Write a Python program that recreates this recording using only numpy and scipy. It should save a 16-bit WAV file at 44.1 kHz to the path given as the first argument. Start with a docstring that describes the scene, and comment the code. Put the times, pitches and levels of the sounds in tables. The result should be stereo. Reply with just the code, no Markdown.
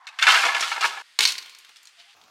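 """Dry branches land on a woodpile some metres away: poles knock, bounce and settle, twigs crackle.
Each contact rings a stick's bending modes and the pile beneath. The scene jumps close to a billhook
biting into a standing branch, which rings, cracks, tears and sheds splinters over stirring leaves and
faint distant notes, then jumps to a quiet patch of straw. Trees scatter the knocks and cracks back."""
import sys
import numpy as np
from scipy import signal
from scipy.fft import rfft, irfft
from scipy.io import wavfile
from scipy.ndimage import uniform_filter1d, minimum_filter1d

SR = 44100
rng = np.random.default_rng(int(sys.argv[2]) if len(sys.argv) > 2 else 0)


def wav_out(sig):
    """Save sig, one row per channel (or a flat mono array), as 16-bit PCM at SR to the path in sys.argv[1]."""
    wavfile.write(sys.argv[1], SR, np.round(np.clip(np.atleast_2d(sig).T, -1, 1) * 32767).astype(np.int16))


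N = 101429
CHOP_SCENE_S, STRAW_SCENE_S = 1.021, 2.146

# poles landing (time [s], level [dB], hollow bass [dB], treble [dB], bounce length [s])
POLE_KNOCKS = [(0.069, -33, -12, 7.5, 0.019), (.188, -23.5, -27, 5, 0.012), (.219, -20.5, -10.5, -8, .008),
               (.225, -13.5, -16.5, 8, .012), (.237, -17, -16, -12, .004), (.268, -11.5, -7.5, 0, .012),
               (.278, -9.5, -1, -8, .012), (.289, -27, -9, 9, 0.007), (.303, -16.5, -12.5, 8, .012),
               (0.321, -22, 3.5, 15, 0.0047), (.344, -17.5, -8, 4, 0.016), (0.374, -17.5, -3, -8, .014),
               (.427, -40, 7, 1, 0.0082), (.434, -17.5, 1.5, -35, 0.0072), (.451, -18, 15, 9, 0.017),
               (.486, -20, -1.5, -37, 0.0072), (0.547, -19, -6, 0.5, 0.0037), (.565, -23.5, 6, 6.5, 0.007),
               (.607, -24, 16, 27, 0.0088), (0.625, -20, 2.5, 7, 0.016), (0.716, -21.5, 4.5, 1.5, .014),
               (0.76, -28.5, 13, -28, 0.0058), (0.776, -29.5, 14, -23, 0.0035),
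               (.809, -23, 4, 11.5, 0.0089), (.826, -19.5, -3, 2, .02), (.842, -15, 4.5, -26, .016),
               (.973, -32, 8.5, -6, .01)]
# small contacts (time [s], stick clatter [dB], twig crackle [dB])
HEAP_SETTLING = [(0, -76, -70.5), (.07, -54.5, -65), (.18, -58.5, -58.5), (.215, -33, -36),
                 (.266, -26.5, -32), (.28, -19.5, -22), (.33, -18.5, -23), (.41, -27, -27.5),
                 (.47, -25.5, -30), (.535, -31, -38), (.63, -32.5, -31), (.69, -37.5, -33),
                 (.805, -41, -42), (.855, -32.5, -25), (.905, -40.5, -40), (1.02, -48, -47.5)]
# woodpile spectrum (frequency [Hz], gain [dB])
PILE_SPECTRUM = [(40, -59), (130, -57), (200, -32.5), (400, -23), (620, -12), (800, -1.5), (1100, 1),
                 (1650, 6.5), (1900, 0.5), (2250, 4), (3500, -2.5), (6300, -15.5), (10300, -28),
                 (16000, -41)]
# twig spectrum (frequency [Hz], gain [dB])
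TWIG_SPECTRUM = [(100, -52), (1500, -6), (3500, 1), (5000, -3), (8000, -10.5), (12000, -21.5), (16000, -35)]


def thrown_branches(count=64):
    """Poles strike and bounce; lesser sticks clatter and twigs crackle as the heap settles."""
    sticks = [stick_contact() for _ in range(count)]
    wood = unit(response(PILE_SPECTRUM))
    knocks, clatter = np.zeros(N), np.zeros(N)
    for s, db, bass_db, treble_db, bounce_s in POLE_KNOCKS:
        first, *bounces = rng.integers(count, size=4)
        lags_s = (np.arange(3) + rng.random(size=3)) / 3 * bounce_s
        knock = sticks[first].copy()
        for bounce, lag_s in zip(bounces, lags_s):
            knock += undb(-4.5) * np.pad(sticks[bounce], (int(lag_s * SR), 0))[:len(knock)]
        tone = response([(450, bass_db), (900, bass_db / 2), (1600, 0), (2400, 0), (5500, treble_db)])
        add(knocks, s, blow(convolve(convolve(knock, wood), tone), db))
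    contacts = grains(per_s=300, scatter_db=3.3) * undb(curve(HEAP_SETTLING))
    which = rng.integers(count, size=N)
    for i in np.flatnonzero(contacts):
        add(clatter, i / SR, contacts[i] * sticks[which[i]])
    crackle = grains(per_s=1500, scatter_db=2) * undb(curve(HEAP_SETTLING, column=2))
    twigs = convolve(crackle, unit(response(TWIG_SPECTRUM)))
    heap = knocks + convolve(clatter, wood) + twigs
    return trees(heap, far_db=-14.5, far_t60_s=.62, near_db=-9, near_t60_s=.09)


# woodpile modes (frequency [Hz], level [dB])
PILE_RESONANCES = [(490, 1.5), (867, -0.5), (1032, -6.5), (1104, 8), (1221, -8.5), (1303, -19), (1500, 1.5),
                   (1713, 6.5), (2160, 15), (2236, -9), (2691, -13), (2765, 11.5), (2966, 0), (3105, 0.5)]


def stick_contact():
    """A stick of random size rings in its bending modes, with the pile beneath, a click and scraping bark."""
    order = np.arange(3, 15) + .5
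    stick_hz = np.minimum(22.03 * 2 ** rng.uniform(-.8, .803) * order ** 2, SR / 2)
    stick_gain = rng.standard_normal(len(order)) * np.sqrt(stick_hz) / (1 + (stick_hz / 4500) ** 2)
    bending = ring(stick_hz, stick_gain, t60_s=.056 * np.sqrt(1500 / stick_hz))
    pile_hz, pile_db = np.array(PILE_RESONANCES).T
    pile_gain = rng.standard_normal(len(pile_hz)) * undb(pile_db)
    pile = ring(pile_hz, pile_gain, t60_s=.11 * np.sqrt(1500 / pile_hz))
    bark_tone = response([(1500, -16.5), (4500, 1), (9000, 1.5), (16000, -3.5)])
    bark = unit(convolve(burst(t60_s=.045), bark_tone))
    click = burst(t60_s=.014)
    return unit(bending + undb(-12) * pile + undb(-11.5) * click + undb(1) * bark)


# blade bite, then cracks (time [s], level [dB], branch ring [dB], treble [dB])
BRANCH_CRACKS = [(1.1896, -16.5, -22.5, 3), (1.2065, -18, -27.5, 3), (1.2523, -6.5, -37, -1),
                 (1.274, -24, -50, 6), (1.3215, -30.5, -71, 7), (1.354, -37, -57, -19),
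                 (1.3817, -31.5, -65, 5.5), (1.3863, -34.5, -61, 0)]
# crack spectrum (frequency [Hz], gain [dB])
CRACK_SPECTRUM = [(50, -62.5), (130, -48.5), (300, -36), (700, -20.5), (1200, -12.5), (2300, -4.5),
                  (3300, -6), (4300, 2), (5200, -5), (7500, -12), (11000, -22.5), (16000, -31)]
# standing branch modes (frequency [Hz], level [dB], t60 [s])
BRANCH_RESONANCES = [(210, -9, .22), (335, -1, .06), (445, -4, .2), (640, -9, .06), (861, -1, .1),
                     (1060, -8, .2), (1157, 1, .1), (1420, -3, .1), (1637, -2, .07), (1814, -3, .06),
                     (2132, -3, .07), (2250, -2, .1), (2573, -6, .08), (2988, -4, .14)]
# faint after-ring of the wood (frequency [Hz], level [dB])
AFTER_RING_MODES = [(385, -21), (420, -15.5), (1045, -6), (1071, 0.5), (1190, -4), (1437, 0)]
# tearing fibres (time [s], level [dB])
FIBRE_TEARING = [(1.186, -62), (1.191, -34), (1.203, -32), (1.218, -24), (1.228, -18), (1.243, -19.5),
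                 (1.25, -33), (1.27, -31.5), (1.29, -22.5), (1.32, -32.5), (1.35, -40.5), (1.41, -48.5),
                 (1.52, -64), (1.8, -79), (2.15, -87.5)]
# fibre spectrum (frequency [Hz], gain [dB])
FIBRE_SPECTRUM = [(100, -45), (500, -28), (1200, -15), (2500, -3), (4300, 0.5), (6000, -9), (9000, -13.5),
                  (12000, -21), (16000, -36)]


def chopped_branch():
    """The blade rings the branch; the wood splits in sharp cracks with fibres tearing in between."""
    hz, mode_db, t60_s = np.array(BRANCH_RESONANCES).T
    wood, out = unit(response(CRACK_SPECTRUM)), np.zeros(N)
    radiation = response([(40, -28), (120, -26), (220, -13), (5000, 15)])  # thin pole: little bass
    for s, db, ring_db, treble_db in BRANCH_CRACKS:
        split = undb(-5) * burst(t60_s=.0032) + burst(t60_s=.0022, hold_s=.0035)
        crack = convolve(convolve(split, wood), response([(3500, 0), (9000, treble_db)]))
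        modes = ring(hz, undb(mode_db) * rng.choice([-1, 1], len(hz)), t60_s)
        add(out, s, blow(crack, db) + blow(convolve(modes, radiation), ring_db))
    after_hz, after_db = np.array(AFTER_RING_MODES).T
    after_ring = ring(after_hz, undb(after_db), t60_s=np.full(len(after_hz), 1.1), size=SR)
    add(out, BRANCH_CRACKS[0][0], blow(after_ring, db=-36.5))
    fibres = grains(per_s=7000, scatter_db=3.5) * undb(curve(FIBRE_TEARING))
    out += convolve(fibres, unit(response(FIBRE_SPECTRUM)))
    return trees(out, far_db=-21.5, far_t60_s=.9, near_db=-10.5, near_t60_s=.17)


# splinters and straw (time [s], level [dB], pitch [Hz])
DRY_SNAPS = [(1.342, -43, 4400), (1.4253, -43.5, 3740), (1.4594, -43.5, 3000), (1.4957, -45.5, 4000),
             (1.549, -46.5, 4280), (1.5864, -50.5, 6260), (1.6476, -50, 3400), (1.6926, -51.5, 2520),
             (1.7599, -50.5, 3580), (1.768, -52, 5000), (1.8299, -56, 6500), (1.855, -50.5, 4880),
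             (1.8721, -48, 4220), (2.167, -58, 1510), (2.214, -56, 3500), (2.238, -59, 4000),
             (2.281, -59.5, 1290)]


def splinters():
    """Splinters and straw snap singly, each a noise burst with its own pitch."""
    out = np.zeros(N)
    for s, db, hz in DRY_SNAPS:
        tone = response([(100, -42), (hz / 8, -27), (hz / 3, -11), (hz, 0), (hz * 2, -11), (16000, -29)])
        add(out, s, blow(convolve(burst(t60_s=.019), tone), db))
    return trees(out, far_db=-20, far_t60_s=.46, near_db=-2.5, near_t60_s=.14)


# leaves stirring (time [s], level [dB])
LEAF_RUSTLE = [(1.3, -80), (1.45, -56), (1.7, -59), (1.82, -63), (1.93, -68), (1.98, -59), (2.0, -47),
               (2.04, -58), (2.07, -62), (2.105, -55), (2.15, -61)]
# leaf spectrum (frequency [Hz], gain [dB])
LEAF_SPECTRUM = [(100, -32), (600, -27), (1300, -13.5), (1900, -13.5), (2800, -3), (4600, -7),
                 (6500, -16.5), (10000, -29.5), (16000, -40)]


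def dry_leaves():
    """Leaves stir underfoot in a soft rustle of tiny clicks."""
    clicks = grains(per_s=4600, scatter_db=3.1) * undb(curve(LEAF_RUSTLE))
    return convolve(clicks, unit(response(LEAF_SPECTRUM)))


# distant notes (start [s], length [s], pitch [Hz], level [dB], third harmonic re fundamental [dB])
CALL_NOTES = [(1.0, .19, 1870, -63, -30), (1.96, .08, 692, -60, -14), (2.015, .075, 690, -66, 6),
              (2.045, .1, 810, -63, -14)]


def distant_call():
    """Thin, rough notes far away, each swelling and fading."""
    out = np.zeros(N)
    for s, length_s, hz, db, third_db in CALL_NOTES:
        waver = .25 * uniform_filter1d(rng.standard_normal(N), size=60)[:int(length_s * SR)]
        phase = 2 * np.pi * np.cumsum(hz * (1 + waver)) / SR
        note = np.sin(phase) + undb(third_db) * np.sin(3 * phase)
        add(out, s, undb(db) * np.hanning(len(note)) * note)
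    return out


# air at the woodpile (frequency [Hz], gain [dB])
AIR_AT_PILE = [(24, -106), (40, -70.5), (345, -36), (542, -42), (615, -25.5), (715, -11), (1090, -5.5),
               (1270, -13.5), (2000, -14.5), (2380, -31.5), (5310, -49), (16000, -64)]
# air at the standing branch (frequency [Hz], gain [dB])
AIR_AT_BRANCH = [(24, -52), (40, -44), (516, -26), (873, -18.5), (1090, -14), (1900, -9), (3650, -10),
                 (4130, -17), (4570, -10.5), (5310, -17.5), (8990, -21.5), (16000, -43)]
# air at the straw (frequency [Hz], gain [dB])
AIR_AT_STRAW = [(24, -46), (40, -18), (372, -9), (556, -11), (663, -1), (1210, -2.5), (1850, -14),
                (2570, -5), (2980, -10.5), (6330, -11.5), (8340, -24), (16000, -27)]


def air(spectrum, db):
    """Steady noise of distant leaves and open air."""
    return convolve(rng.standard_normal(N), unit(response(spectrum))) * undb(db)


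def trees(x, far_db, far_t60_s, near_db, near_t60_s):
    """Quick scatter from brush and a longer, duller echo from trunks; paths shift from hit to hit."""
    t = np.arange(N) / SR
    paths = grains(per_s=5000, scatter_db=3)
    trunk_tone = response([(150, 4), (1000, -4.5), (3000, -8), (7000, -17), (15000, -5)])
    far = convolve(paths * fade(t, far_t60_s) * (1 - np.exp(-t / .043)), trunk_tone)
    near = paths[::-1] * fade(t, near_t60_s) * (t > .002)
    polarity = np.repeat(rng.choice([-1., 1.], N // 800), 900)[:N]
    shift = uniform_filter1d(uniform_filter1d(polarity, size=300), size=150)
    return x + convolve(x * shift, undb(far_db) * unit(far) + undb(near_db) * unit(near))


def undb(db):
    return 10 ** (np.asarray(db) / 20)


def unit(x):
    """Scale to unit energy."""
    return x / np.sqrt(np.sum(x ** 2) + 1e-18)


def fade(t, t60_s):
    return np.exp(-np.log(1000) * t / t60_s)


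def curve(table, column=1):
    """One table column, linearly interpolated in time."""
    rows = np.array(table)
    return np.interp(np.arange(N) / SR, rows[:, 0], rows[:, column])


def add(out, s, x):
    """Mix x in at s seconds."""
    i = int(np.clip(s * SR, 0, N - 1))
    out[i:i + len(x)] += x[:N - i]


def convolve(x, h):
    return signal.fftconvolve(x, h)[:len(x)]


def response(points, size=2048):
    """Minimum-phase impulse response from (frequency [Hz], gain [dB]) points."""
    hz, db = np.array(points).T
    bin_hz = np.maximum(np.arange(size // 2 + 1) * SR / size, 1)
    gain = undb(np.interp(np.log(bin_hz), np.log(hz), db))
    cepstrum = irfft(np.log(gain))
    cepstrum[1:size // 2] *= 2
    cepstrum[size // 2 + 1:] = 0
    return irfft(np.exp(rfft(cepstrum)))


def blow(x, db):
    """Scale to the energy of 10 ms at this level."""
    return unit(x) * undb(db) * np.sqrt(.01 * SR)


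def ring(hz, gain, t60_s, size=8192):
    """Sum of decaying modes."""
    t = np.arange(size) / SR
    return unit(gain @ (np.sin(2 * np.pi * hz[:, None] * t) * fade(t, t60_s[:, None])))


def burst(t60_s, hold_s=0, size=8192):
    """Noise that holds, then decays."""
    decay_time = np.maximum(np.arange(size) / SR - hold_s, 0)
    return unit(rng.standard_normal(size) * fade(decay_time, t60_s))


def grains(per_s, scatter_db):
    """Random clicks of uneven size, levelled towards unit power."""
    clicks = (rng.random(N) < per_s / SR) * rng.choice([-1, 1], N)
    clicks = clicks * undb(scatter_db * rng.standard_normal(N))
    power = np.abs(uniform_filter1d(clicks ** 2, size=900))
    return clicks / np.sqrt(power + .003)


# stereo width (frequency [Hz], side re mid [dB])
STEREO_WIDTH = [(30, -31), (250, -36), (600, -25.5), (1000, -41), (2000, -25), (4000, -10), (8000, -7.5),
                (14000, -1)]


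def scene():
    """Three spots in turn; bass central, treble scattered from side to side."""
    t = np.arange(N) / SR
    at_pile = uniform_filter1d((t < CHOP_SCENE_S) * 1., size=64)
    at_straw = uniform_filter1d((t > STRAW_SCENE_S) * 1., size=64)
    at_branch = 1 - at_pile - at_straw
    pile = thrown_branches() + air(AIR_AT_PILE, db=-54)
    branch = chopped_branch() + dry_leaves() + distant_call() + air(AIR_AT_BRANCH, db=-58)
    straw = air(AIR_AT_STRAW, db=-58)
    mid = at_pile * pile + at_branch * branch + at_straw * straw + splinters()
    direction = uniform_filter1d(np.repeat(rng.choice([-1., 1.], N), 90)[:N], size=30)
    side = convolve(np.roll(mid * direction, 12), response(STEREO_WIDTH))
    return np.array([mid + side, mid - side])


def record(dry):
    """Fast peak limiter, then a steep low-pass."""
    ceiling, top_hz = .82, 15900
    gain = np.minimum(1, ceiling / (np.abs(dry).max(axis=0) + 1e-9))
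    gain = minimum_filter1d(gain, size=81)
    gain = uniform_filter1d(uniform_filter1d(gain, size=41), size=41)
    return signal.sosfilt(signal.ellip(10, .1, 80, top_hz, fs=SR, output="sos"), dry * gain)


dry = scene()
out = record(dry)
wav_out(out)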